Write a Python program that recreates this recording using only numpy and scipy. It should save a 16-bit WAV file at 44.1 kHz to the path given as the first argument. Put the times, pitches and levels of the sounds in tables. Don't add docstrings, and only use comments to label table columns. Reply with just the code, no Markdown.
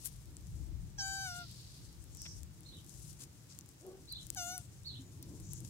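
import sys
import numpy as np
from scipy import signal
from scipy.fft import rfft, irfft
from scipy.io import wavfile
from scipy.ndimage import uniform_filter1d

SR = 44100
rng = np.random.default_rng(int(sys.argv[2]) if len(sys.argv) > 2 else 0)


def dump_mix(stems):
    frames = np.atleast_2d(stems).T
    limited = np.clip(frames, -1, 1)
    pcm = np.round(limited * 32767).astype(np.int16)
    wavfile.write(sys.argv[1], SR, pcm)


N = 250929
RUSTLE_PAN_DB = 11


def undb(db):
    return 10 ** (np.asarray(db) / 20)


def unit(x):
    return x / np.sqrt(np.mean(x ** 2, axis=-1, keepdims=True))


def on_log(hz, table):
    f, v = np.transpose(table)
    return np.interp(np.log(hz), np.log(f), v)


def colour(x, table):
    hz = np.fft.rfftfreq(x.shape[-1], 1 / SR) + 1
    band = (hz > table[0][0]) & (hz < table[-1][0])
    gain = undb(on_log(hz, table)) * band
    return unit(irfft(rfft(x) * gain, x.shape[-1]))


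def noise(table, size, likeness=0.):
    a, b = rng.standard_normal((2, size))
    like = np.clip(likeness, 0, 1)
    right = like * a + np.sqrt(1 - like ** 2) * b
    return colour(np.array([a, right]), table)


def pan(db):
    g = undb(db)
    return np.array([2 * g / (1 + g), 2 / (1 + g) + 0 * g])


def walk(rate_hz, size):
    k = int(SR / rate_hz)
    held = np.repeat(rng.standard_normal(size // k + 1), k)[:size]
    return unit(uniform_filter1d(held, k))


def add(out, start_s, x):
    i = max(int(start_s * SR), 0)
    out[:, i:i + x.shape[-1]] += x[..., :N - i]


def follow(rows):
    s, *columns = np.transpose(rows)
    t = np.arange(s[0], s[-1], 1 / SR)
    return [np.interp(t, s, c) for c in columns]


def everywhere(rows):
    s, *columns = np.transpose(rows)
    return [np.interp(np.arange(N) / SR, s, c) for c in columns]


def wind():
    # time_s, mean_level_db
    gusts = [(0.0, -62), (0.14, -48.5), (0.25, -54.5), (0.42, -54), (0.51, -36.5), (0.7, -41.5),
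             (0.93, -54.5), (1.1, -46), (1.27, -57), (1.75, -57), (1.93, -48), (2.45, -51), (2.6, -66),
             (3.09, -55), (3.6, -73), (4.2, -56), (4.91, -68), (5.3, -64), (5.45, -49), (5.69, -55)]
    # hz, level_db
    wind_spectrum = [(25, -48), (35, -6), (50, 1.5), (75, 2.5), (100, -11.5), (200, -25), (500, -73)]
    lee_db, lee_share = -66, .25
    left_db = everywhere(gusts)[0]
    right_db = lee_db + lee_share * (left_db - lee_db)
    ports_db = np.array([left_db + 2.74 * walk(8, N), right_db + 3.0 * walk(4.1, N)])
    return undb(ports_db) * noise(wind_spectrum, N, likeness=.05)


def traffic():
    # time_s, low_mean_db, upper_mean_db
    rumble = [(0.0, -61.5, -64), (0.15, -55.5, -72.5), (0.4, -58, -65), (0.52, -49, -67.5), (0.7, -51, -61),
              (0.81, -46.5, -64), (0.92, -54.5, -68.5), (1.33, -53, -68), (1.77, -56.5, -64.5),
              (2.19, -54.5, -67.5), (2.5, -54.5, -67), (2.7, -56.5, -65), (3.7, -58, -67),
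              (3.96, -61.5, -69.5), (4.39, -56.5, -63.5), (4.86, -54.5, -68.5), (4.95, -49.5, -65),
              (5.05, -55, -62), (5.25, -52, -60.5), (5.36, -49, -60.5), (5.47, -50, -61),
              (5.69, -47.5, -61)]
    # hz, level_db
    low_spectrum = [(60, -11), (90, -5), (125, -3), (160, -7), (210, -17.5), (260, -40)]
    # hz, level_db
    top_spectrum = [(160, 0.5), (210, -2), (330, 3), (400, -9), (480, -13.5), (700, -23), (1100, -24)]
    low_db, top_db = everywhere(rumble)
    low = undb(low_db + 1.4 * walk(7.4, N)) * noise(low_spectrum, N, likeness=.87)
    top = undb(top_db + 2.37 * walk(18, N)) * noise(top_spectrum, N, likeness=.86)
    return pan(1.6)[:, None] * (low + top)


def hush():
    # hz, level_db
    hush_spectrum = [(240, -43), (400, -0.5), (625, -5.5), (2570, -10.5), (4410, -10), (4830, -9),
                     (7670, -9.5), (10600, -19), (15100, -13.5), (15800, -15)]
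    return undb(-66.5) * noise(hush_spectrum, N, likeness=.099)


def rustle():
    # time_s, mean_level_db
    rustle_level = [(0.0, -58.5), (0.05, -52.5), (0.2, -68), (0.84, -73), (1.1, -78), (1.27, -54),
                    (1.42, -64), (2.26, -66), (2.42, -66.5), (2.55, -74), (2.84, -62.5), (3.09, -61.5),
                    (3.26, -69), (3.91, -71), (4.14, -71.5), (4.33, -58.5), (4.6, -59), (4.69, -71),
                    (4.88, -72.5), (5.69, -62)]
    # hz, level_db
    rustle_spectrum = [(2500, -11), (4500, -4), (5600, 1), (7000, 2.5), (9000, 1.5), (12000, -3.5),
                       (15900, -16)]
    spike_db, stir_db, split_hz = 3, 2, 7500
    spikes = rng.standard_normal((2, N)) * undb(spike_db * rng.exponential(size=(2, N)))
    crackle = colour(spikes, rustle_spectrum)
    dull = signal.sosfilt(signal.butter(4, split_hz, fs=SR, output="sos"), crackle)
    bright = crackle - dull
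    stirred = dull * undb(stir_db * walk(25, N)) + bright * undb(stir_db * walk(25.04, N))
    level_db = everywhere(rustle_level)[0] + 1.24 * walk(60, N)
    return undb(level_db) * pan(RUSTLE_PAN_DB)[:, None] * stirred


def snap(bright_db):
    # nominal_hz, nominal_level_db, t60_s
    modes = [(3520, -33, 0.0022), (6000, -6, 0.0013), (7670, 5, 0.0023), (9460, 11, 0.0055),
             (10840, 20, 0.0025), (13880, 14.5, 0.0024), (16000, 4, 0.00093)]
    spread_db, detune = 3, .06
    t = np.arange(int(.008 * SR)) / SR
    ring = np.zeros(len(t))
    for (hz, db, t60_s), (c, d) in zip(modes, rng.standard_normal((len(modes), 2))):
        gain = undb(db + spread_db * c + bright_db * (hz > 8000))
        decay = np.exp(-np.log(1000) * t / t60_s)
        ring += gain * decay * np.sin(2 * np.pi * hz * (1 + detune * d) * t)
    ring = ring * np.minimum(t / 0.000074, 1)
    return ring / np.abs(ring).max()


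def ticks():
    # start_s, peak_db (mean of ports), bright_db (modes above 8 kHz)
    snaps = [(0.0577, -23.5, -12), (0.0641, -42, -9), (0.1641, -43, -11), (0.3684, -34.5, -55),
             (1.0811, -32.5, -24), (1.5142, -42, -22), (2.0408, -42.5, -19), (2.1496, -38, -23),
             (2.1712, -38, -6), (2.2187, -33.5, -12), (2.4325, -39.5, -23), (2.607, -43, -3),
             (2.8644, -42.5, -15), (2.997, -44, -7), (3.0796, -43, -18), (3.5889, -31, -11),
             (3.61, -41, -25), (3.6904, -40, -14), (3.8662, -41, -11.5), (4.1247, -28, 0),
             (4.2143, -44.5, -37), (4.2683, -36.5, -17), (4.303, -22, -16.5), (4.3483, -31.5, -16),
             (4.5797, -24.5, -3), (5.2271, -31.5, 4), (5.4001, -41, -21), (5.534, -25.5, 10),
             (5.6044, -37, -15), (5.6487, -39.5, -26)]
    faint_count, faint_db, faint_bright_db = 10, -47, -14
    faint = [(s, faint_db, faint_bright_db) for s in rng.random(faint_count) * N / SR]
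    out = np.zeros((2, N))
    for start_s, db, bright_db in snaps + faint:
        add(out, start_s, undb(db) * pan(17)[:, None] * snap(bright_db))
    return out


def puffs(rows, grain_db):
    taper, waver_db = 1.3, 1.2
    out = np.zeros((2, N))
    for start_s, top_s, end_s, db, hz, width_hz, pan_db, likeness in rows:
        t = np.arange(start_s, end_s, 1 / SR)
        rise_fall = np.interp(t, [start_s, top_s, end_s], [0, 1, 0])
        swell = np.sin(np.pi / 2 * rise_fall) ** taper
        swell = swell * undb(waver_db * walk(29.76, len(t)))
        f = np.geomspace(120, 15900, num=80)
        resonance = np.c_[f, -30 * np.log10(1 + (2 * (f - hz) / width_hz) ** 2)]
        grain = undb(grain_db * walk(300, len(t)))
        hiss = noise(resonance, len(t), likeness)
        add(out, start_s, undb(db) * swell * grain * pan(pan_db)[:, None] * hiss)
    return out


def scuffs_and_hoot_breath():
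    # start_s, peak_s, end_s, level_db, centre_hz, width_hz (at -9 dB), left_minus_right_db, likeness
    swell_rows = [(0.04, 0.06, 0.09, -43.5, 10500, 9300, 17, 0.52),
                  (2.25, 2.262, 2.277, -52.5, 3080, 4000, 7.6, 0.85),
                  (2.85, 3.0, 3.18, -71, 8350, 6100, 14, 0.28),
                  (3.18, 3.222, 3.26, -51.5, 7800, 9300, 7.6, 0.31),
                  (3.48, 3.515, 3.6, -60, 6200, 5650, 5.6, 0.12),
                  (3.81, 3.88, 4.07, -59.5, 387, 850, 2.4, 0.52),
                  (5.21, 5.232, 5.26, -60, 5460, 4000, 2.7, 0.55),
                  (5.64, 5.65, 5.66, -56.5, 6400, 6560, 6.8, 0.45)]
    return puffs(swell_rows, grain_db=3)


def squeak(rows, second_db, upper_db, rasp_db):
    # hz, gain_db
    throat_gain = [(2130, -4), (2260, 2.5), (2340, -12), (2800, 3), (3100, -2), (3600, 1.5), (3900, -5.5),
                   (4300, -1), (4700, 7.5), (5050, -3), (5450, -5.5), (7000, -19), (7800, -6), (8600, -13),
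                   (9500, -28)]
    # hz, left_minus_right_db
    hand_shade = [(700, 0.5), (1500, 5), (2300, 1), (3100, 9.5), (3900, 17.5), (4600, -2.5), (5500, -2.5),
                  (7000, 10), (9000, 25)]
    # hz, level_db
    rasp_spectrum = [(5200, -47), (5800, 7), (8000, 4), (11000, 5), (14000, 4), (15900, -8)]
    jitter, shimmer_db = .0015, 2
    onset_bright_db, onset_fade_s = 3.5, 0.07
    upper_fade_db_per_s = 12
    mouth_width_hz, mouth_skirt = 1300, 1.5
    second_lag_rad = 0.39 * np.array([[0], [1]])
    hz, level_db, mouth_hz, mouth_db = follow(rows)
    hz, mouth_hz = (uniform_filter1d(c, int(0.005 * SR), mode="nearest") for c in (hz, mouth_hz))
    size = len(hz)
    t = np.arange(size) / SR
    onset = np.exp(-t / onset_fade_s)
    phase = 2 * np.pi * np.cumsum(hz * (1 + jitter * walk(154.6, size))) / SR

    rasp = undb(level_db + rasp_db) * pan(RUSTLE_PAN_DB)[:, None] * noise(rasp_spectrum, size, 0.28)
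    out = rasp * (1 + 0.41 * np.cos(phase)) * undb(2.0 * walk(75, size))
    for k in range(1, 14):
        f = k * hz
        if k > 2:
            mouth = undb(mouth_db) / (1 + (2 * (f - mouth_hz) / mouth_width_hz) ** 2) ** mouth_skirt
            tilt_db = upper_db + onset_bright_db * onset - upper_fade_db_per_s * t
            throat = undb(level_db + tilt_db + on_log(f, throat_gain))
            gain = (throat + mouth) * undb(shimmer_db * walk(46.3, size))
        else:
            gain = undb(level_db + second_db * (k == 2))
        tone = np.sin(k * phase + k * k / 3 - second_lag_rad * (k == 2))
        out = out + np.sqrt(2) * gain * pan(on_log(f, hand_shade)) * tone
    return out


def squeaks():
    # time_s, pitch_hz, fundamental_db, mouth_hz, mouth_peak_db
    tracks = [
        [(0.972, 856, -116, 5650, -94), (0.986, 818, -57, 5930, -43), (1.008, 782, -53, 5560, -40.5),
         (1.045, 776.2, -50.5, 6840, -49), (1.16, 780.8, -51, 7240, -51.5), (1.19, 777, -51, 6240, -52.5),
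         (1.24, 773, -51.5, 6040, -52), (1.263, 754, -51, 6100, -53), (1.285, 725.5, -53, 5850, -53),
         (1.333, 705, -56.5, 5650, -53), (1.39, 713.4, -55, 5660, -72), (1.42, 702, -56, 5650, -79),
         (1.458, 677, -73, 5620, -85)],
        [(4.358, 830, -63.5, 6300, -66), (4.374, 746, -48, 6400, -40.5), (4.4, 714, -48, 6120, -42),
         (4.445, 697.5, -50, 6600, -49.5), (4.49, 713, -49.5, 6800, -47), (4.52, 724, -50, 6130, -50.5),
         (4.552, 744, -52.5, 5930, -50.5), (4.576, 721, -55, 6160, -59), (4.622, 695, -79, 6200, -79)],
    ]
    # second_partial_db, upper_partials_db, rasp_db
    shades = [(6.5, -5, -8.5), (-2, -12, -6.5)]
    out = np.zeros((2, N))
    for rows, shade in zip(tracks, shades):
        add(out, rows[0][0], squeak(rows, *shade))
    return out


def hisses():
    # start_s, peak_s, end_s, level_db, centre_hz, width_hz (at -9 dB), left_minus_right_db, likeness
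    hiss_rows = [(0.99, 1.12, 1.25, -53, 6000, 2050, 3, 0),
                 (1.12, 1.42, 2.05, -58.5, 4540, 2770, -0.5, 0.06),
                 (2.14, 2.235, 2.43, -53.5, 5670, 1290, -1.5, 0.1),
                 (2.05, 2.25, 2.4, -60.5, 7440, 3640, 9, 0.2), (4.5, 4.6, 4.72, -63.5, 8100, 4000, 10, 0.1),
                 (5.4, 5.54, 5.63, -55, 6800, 2470, 7.5, 0.4)]
    return puffs(hiss_rows, grain_db=1.9)


def sparrow():
    # time_after_start_s, hz (before pitch_factor), level_db (relative to chirp)
    strokes = [
        [(-.006, 3700, -2.5), (.01, 4490, 7.5), (.026, 4484, 11), (.04, 4136, 9), (.056, 4070, 5),
         (.064, 4000, -2)],
        [(.05, 3150, -7), (.068, 3600, 5), (.085, 4120, 9), (.1, 3725, -3), (.14, 4010, -2.5), (.16, 3900, -15)],
        [(.09, 2990, -11), (.1, 3100, 0), (.115, 3700, 1.5), (.13, 2900, -7.5), (.15, 3247, -17)],
    ]
    # start_s, level_db, pitch_factor, echo_db
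    chirps = [(2.655, -72.5, 0.97, 10), (4.082, -62.5, 1.0, 5), (4.85, -62, 0.99, 5)]
    burr_hz, burr = 120, .7
    bush_t60_s = .19
    out = np.zeros((2, N))
    t = np.arange(int(.3 * SR)) / SR
    for start_s, chirp_db, pitch, echo_db in chirps:
        echo = rng.standard_normal((2, len(t))) * np.exp(-np.log(1000) * t / bush_t60_s)
        echo *= undb(echo_db) / np.sqrt(np.sum(echo ** 2, axis=1, keepdims=True))
        echo[:, 0] = 1
        for rows in strokes:
            hz, db = follow(rows)
            level = undb(db + chirp_db) * (1 + burr * walk(300, len(hz)))
            burry_hz = pitch * hz + burr_hz * walk(600, len(hz))
            tone = level * np.sin(2 * np.pi * np.cumsum(burry_hz) / SR)
            smeared = signal.fftconvolve(echo, tone[None], axes=1)
            add(out, start_s + rows[0][0], pan(-1.6)[:, None] * smeared)
    return out


def hoot():
    # time_s, pitch_hz, level_db
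    hoot_track = [(3.811, 280, -69), (3.848, 377.4, -61.5), (3.858, 386, -61), (3.884, 367.4, -54.5),
                  (3.964, 384.4, -65), (4.05, 376, -76)]
    partials_db = [4.5, -11.5, -24, -26]
    rough = undb(-8.5)
    hz, db = follow(hoot_track)
    phase = 2 * np.pi * np.cumsum(hz) / SR
    tone = np.zeros(len(hz))
    for k, partial_db in enumerate(partials_db, 1):
        tone += undb(partial_db) * (1 + k * rough * walk(149.7, len(hz))) * np.sin(k * phase)
    out = np.zeros((2, N))
    add(out, hoot_track[0][0], np.sqrt(2) * undb(db) * tone * pan(1.2)[:, None])
    return out


def knock():
    # level_db (before attack and decay), hz, t60_s
    knock_ring = (-43, 265, .16)
    db, hz, t60_s = knock_ring
    t = np.arange(int(t60_s * SR)) / SR
    envelope = np.minimum(t / .012, 1) * np.exp(-np.log(1000) * t / t60_s)
    out = np.zeros((2, N))
    add(out, 4.988, undb(db) * envelope * np.sin(2 * np.pi * hz * t))
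    return out


def whistle():
    # time_s, pitch_hz, peak_db (mean of ports)
    whistle_track = [(5.0, 6300, -84), (5.012, 6500, -61), (5.02, 7150, -70), (5.059, 7030, -70),
                     (5.09, 7000, -65), (5.115, 6500, -77)]
    hz, db = follow(whistle_track)
    tone = undb(db) * np.sin(2 * np.pi * np.cumsum(hz) / SR)
    out = np.zeros((2, N))
    add(out, whistle_track[0][0], tone * pan(3.6)[:, None])
    return out


def scene():
    ambience = wind() + traffic() + hush()
    grit = rustle() + ticks()
    tortoise = squeaks() + hisses()
    distance = sparrow() + hoot() + knock() + whistle()
    return ambience + grit + scuffs_and_hoot_breath() + tortoise + distance


def record(dry):
    port_lag_s, top_hz = 0.00012, 16600
    lag_s = port_lag_s * np.array([[0], [1]])
    late = irfft(rfft(dry) * np.exp(-2j * np.pi * np.fft.rfftfreq(N, 1 / SR) * lag_s), N)
    return signal.sosfilt(signal.ellip(10, .2, 75, top_hz, fs=SR, output="sos"), late)


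dry = scene()
out = record(dry)
dump_mix(out)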